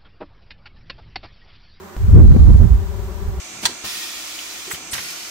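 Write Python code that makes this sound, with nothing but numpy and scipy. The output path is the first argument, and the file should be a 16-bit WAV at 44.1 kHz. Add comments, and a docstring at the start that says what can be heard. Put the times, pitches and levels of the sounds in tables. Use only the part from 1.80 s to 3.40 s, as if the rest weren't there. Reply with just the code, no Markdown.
"""Open desert. At first there is only the microphone's hiss, a soft rush of air and the far drone of
an engine, probably a propeller aircraft. Then a cut, with a small click, jumps into wind.
A gust buffets both microphone ports (the openings that let sound in) and overloads them,
with deep thumps and a faint rustle. At last it ebbs to a low flutter while the engine drones on."""
import sys
import numpy as np
from scipy.fft import rfft, irfft, next_fast_len
from scipy.io import wavfile
from scipy.ndimage import uniform_filter1d, map_coordinates

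SR = 44100
rng = np.random.default_rng(int(sys.argv[2]) if len(sys.argv) > 2 else 0)


def log_audio(samples):
    """Write samples as a 16-bit WAV file to the path given in sys.argv[1]."""
    # one column per channel
    frames = np.atleast_2d(samples).T
    # limit to full scale, then quantise
    limited = np.clip(frames, -1, 1)
    pcm = np.round(limited * 32767).astype(np.int16)
    wavfile.write(sys.argv[1], SR, pcm)


N = 70560
CUT_S = 0.1662


def amp(db):
    """Turn decibels into a number to multiply by."""
    return 10 ** (np.asarray(db) / 20)


def times():
    """The time of each sample, in seconds."""
    return np.arange(N) / SR


def along(points, hz):
    """Read a value between (pitch_hz, value) points, on a log pitch scale."""
    pitches, values = np.transpose(points)
    return np.interp(np.log(hz + 1), np.log(pitches + 1), values)


def curves(rows):
    """Join timed rows with straight lines: one curve for each column after the time."""
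    time_s, *columns = np.transpose(rows)
    return [np.interp(times(), time_s, column) for column in columns]


def bump(peak_s, half_length_s):
    """A bell-shaped swell."""
    return np.exp(-.5 * ((times() - peak_s) / half_length_s) ** 2)


def wobble(rate_hz):
    """A smooth random curve for each side, through rate_hz points a second."""
    points = rng.standard_normal((2, 512))
    return np.array([map_coordinates(row, [times() * rate_hz], mode="wrap") for row in points])


def panned(pan_db):
    """Share a sound between the sides; pan_db is the left level minus the right."""
    pair = amp(np.array([[.5], [-.5]]) * pan_db)
    return pair / np.sqrt(np.mean(pair ** 2, axis=0))


def filtered(sound, gain_at):
    """Turn each pitch in a sound up or down by gain_at(hz)."""
    size = next_fast_len(N + SR // 2)
    return irfft(rfft(sound, size) * gain_at(np.fft.rfftfreq(size, 1 / SR)), size)[..., :N]


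def noise(gain_at, alike=0):
    """Stereo noise of strength 1; alike runs from 0 (unrelated sides) to 1 (the same)."""
    shared, opposed = filtered(rng.standard_normal((2, N)), gain_at)
    turn = np.arccos(np.clip(alike, -1, 1)) / 2
    pair = np.cos(turn) * shared + np.array([[1], [-1]]) * np.sin(turn) * opposed
    return pair / np.sqrt(np.mean(pair ** 2) + 1e-20)


def turbulence(tone, window_samples, alike=0):
    """Churning air at each port: noise with its loudness evened out."""
    churn = noise(lambda hz: amp(along(tone, hz)), alike)
    power = uniform_filter1d(uniform_filter1d(churn ** 2, window_samples), window_samples)
    return churn / np.sqrt(np.abs(power) + 1e-9)


# Tone of the hiss: pitch_hz, relative_db
HISS_TONE = [(500, -5), (3000, 0), (4800, -2), (6700, -1), (8800, -4.5), (10000, -13), (11200, -10),
             (12700, -4), (15500, -3.5)]
# The hiss leans slightly right: pitch_hz, pan_db
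HISS_BALANCE = [(3000, -0.5), (7000, -0.5), (10000, 0), (15000, -0.5)]
def hiss(base_db=-46, before_cut_db=-2, drift_db=0.58):
    """The microphone's own noise, a little quieter before the cut."""
    level_db = base_db + before_cut_db * (times() < CUT_S) + drift_db * wobble(7.6)
    return amp(level_db) * noise(lambda hz: amp(along(HISS_TONE, hz)) * panned(along(HISS_BALANCE, hz)))


# Tone of the far rush of air and engine: pitch_hz, relative_db
AIR_TONE = [(25, -20), (55, -5), (88, 13), (130, -29), (280, -2.5), (370, 6), (470, -3), (1100, -4.5),
            (1800, -8), (2800, -20.5), (6000, -38.5)]
# Tone of the extra rush before the cut: pitch_hz, relative_db
EARLY_AIR_TONE = [(500, -22), (1100, 1), (2000, -10), (2900, -28), (5000, -43)]
def air():
    """The soft rush of open land, a little brighter before the cut."""
    steady = amp(-42.5) * panned(-4.5) * noise(lambda hz: amp(along(AIR_TONE, hz)), alike=0.067)
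    early = amp(-49) * panned(-6) * noise(lambda hz: amp(along(EARLY_AIR_TONE, hz)))
    return steady + early * (times() < CUT_S)


# The engine's tones before the swell is applied: blade_rate_multiple, level_db
ENGINE_TONES = [(1, -44), (2, -42), (3, -52), (4, -52.5), (5, -51.5), (6, -55), (7, -64)]
# The drone grows, then holds: time_s, gain_db
ENGINE_SWELL = [(0, -4.5), (.8, 1), (1.6, 1)]
def engine(blade_hz=194.1):
    """Propeller tones, smeared into narrow bands of noise by their long path through moving air."""
    def bands(hz):
        power = 0
        for multiple, db in ENGINE_TONES:
            width_hz = 11.5 + 4 * multiple  # higher tones smear more
            band = np.exp(-.5 * ((hz - multiple * blade_hz) / width_hz) ** 2)
            power = power + amp(db) ** 2 / width_hz * band
        return np.sqrt(power)
    gain_db, = curves(ENGINE_SWELL)
    strength = np.linalg.norm([amp(db) for _, db in ENGINE_TONES])
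    return strength * amp(gain_db) * noise(bands, alike=0.83)


# Tone of the rustle: pitch_hz, relative_db
RUSTLE_TONE = [(2000, -24), (3200, -2.5), (4200, 7.5), (5200, -2.5), (6800, -0.5), (9000, -18),
               (12000, -33)]
def rustle():
    """A faint dry rustle, perhaps grass in the gust, swells and fades."""
    swell = bump(peak_s=0.62, half_length_s=0.17) * amp(-52 + 1.5 * wobble(40))
    return swell * panned(-4) * noise(lambda hz: amp(along(RUSTLE_TONE, hz)))


def click(rise_s=0.00005, decay_s=0.0022):
    """A small click at the cut where the windy shot begins."""
    age_s = np.maximum(times() - CUT_S, 0)
    return -amp(-22) * (1 - np.exp(-age_s / rise_s)) * np.exp(-age_s / decay_s)


# Deep shoves of air: peak_s, level_db, half_length_s
THUMPS = [(0.483, -5.5, 0.012), (0.932, -10, 0.025)]
# Tone of a thump: pitch_hz, relative_db
THUMP_TONE = [(20, -16), (40, -1.5), (56, 3.5), (75, -2), (130, -41), (400, -91)]
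def thumps():
    """Large swirls of air push on both ports at once."""
    swell = sum(amp(db) * bump(peak_s, half_s) for peak_s, db, half_s in THUMPS)
    return swell * turbulence(THUMP_TONE, window_samples=1500, alike=0.73)


# Sharp hits within the gust: peak_s, level_db, pan_db, half_length_s
SLAPS = [(0.298, -17, -14, 0.002), (0.367, -14, 9, 0.013), (0.406, -13.5, -9, 0.03),
         (0.454, -17, -6.5, .008), (0.522, -14, -7.5, .007), (0.55, -14, -15, 0.0077),
         (0.567, -7, 5.5, 0.0057), (0.597, -18, -5, 0.0085), (.702, -12.5, -13, 0.0044),
         (0.724, -21.5, -7, 0.0089), (0.818, -16, -19, 0.0048), (0.856, -21, 1, 0.0049)]
# Tone of a slap: pitch_hz, relative_db
SLAP_TONE = [(50, -19), (120, 3.5), (220, 1), (350, -10), (600, -21.5), (1200, -39), (2200, -47),
             (5000, -66.5)]
def slaps():
    """Brief, hard slaps of air hit the ports at the height of the gust."""
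    swell = sum(amp(db) * panned(pan_db) * bump(peak_s, half_s) for peak_s, db, pan_db, half_s in SLAPS)
    return swell * turbulence(SLAP_TONE, window_samples=500)


# Wind strength at the ports: time_s, relative_db, pan_db
GUST = [(0.17, -30.5, 1), (0.252, -15, -2.0), (0.268, -18.5, -4.5), (0.344, -6, 2), (0.436, -8, -5),
        (0.464, -7, -3.0), (0.516, -6.5, -0.5), (0.536, -10, -4), (0.572, -20.5, 18), (0.596, -8.5, -5),
        (0.75, -8.5, -4.5), (0.778, -12.5, -11.5), (0.806, -6, -10), (0.89, -17.5, -12.5),
        (0.914, -14, -4.5), (0.938, -13, -6), (0.97, -20.5, -3.5), (0.994, -21.5, 9), (1.03, -24, 1),
        (1.05, -27, 7.5), (1.212, -28, 12.5), (1.256, -29.5, -4), (1.312, -32, 11), (1.416, -30, 13),
        (1.496, -23, -8.5), (1.532, -30.5, -0.5), (1.6, -25.5, 3.5)]
# Tone of the slow pressure swings: pitch_hz, relative_db
RUMBLE_TONE = [(10, -35), (22, -13), (35, -4.5), (62, 2.5), (82, -1.5), (100, -7), (125, -22.5),
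               (160, -21.5), (250, -39), (500, -59), (1500, -100)]
# Tone of the small swirls: pitch_hz, relative_db
SWIRL_TONE = [(40, -26), (95, 5), (150, -1), (250, -16.5), (400, -27.5), (700, -36), (1500, -41.5),
              (4000, -67.5)]
def wind(strong_db=-13, rumble_boost_db=4, swirl_growth=1.45, flutter_db=5):
    """Wind on the ports makes a rumble, plus small swirls that grow faster than the wind does."""
    strength_db, pan_db = curves(GUST)
    over_db = strength_db - strong_db
    surge_db = 0.05 * np.maximum(over_db, 0)  # strong wind pushes a little extra
    rumble_db = strength_db + rumble_boost_db + surge_db
    rumble = amp(rumble_db) * turbulence(RUMBLE_TONE, window_samples=1500)
    swirl_db = -23 + swirl_growth * over_db + flutter_db * wobble(45.11)
    swirls = amp(swirl_db) * turbulence(SWIRL_TONE, window_samples=1600)
    return (rumble + swirls) * panned(pan_db) * (times() >= CUT_S)


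def scene():
    """The close gust and the quiet background, added together."""
    return wind() + slaps() + click() + rustle() + engine() + air() + hiss() + thumps()


def record(dry, hardness=10, top_hz=15750):
    """The overloaded microphone flattens peaks near full scale (1); pitches above top_hz are cut."""
    flattened = dry / (1 + np.abs(dry) ** hardness) ** (1 / hardness)
    return filtered(flattened, lambda hz: hz < top_hz)


dry = scene()
out = record(dry)
log_audio(out)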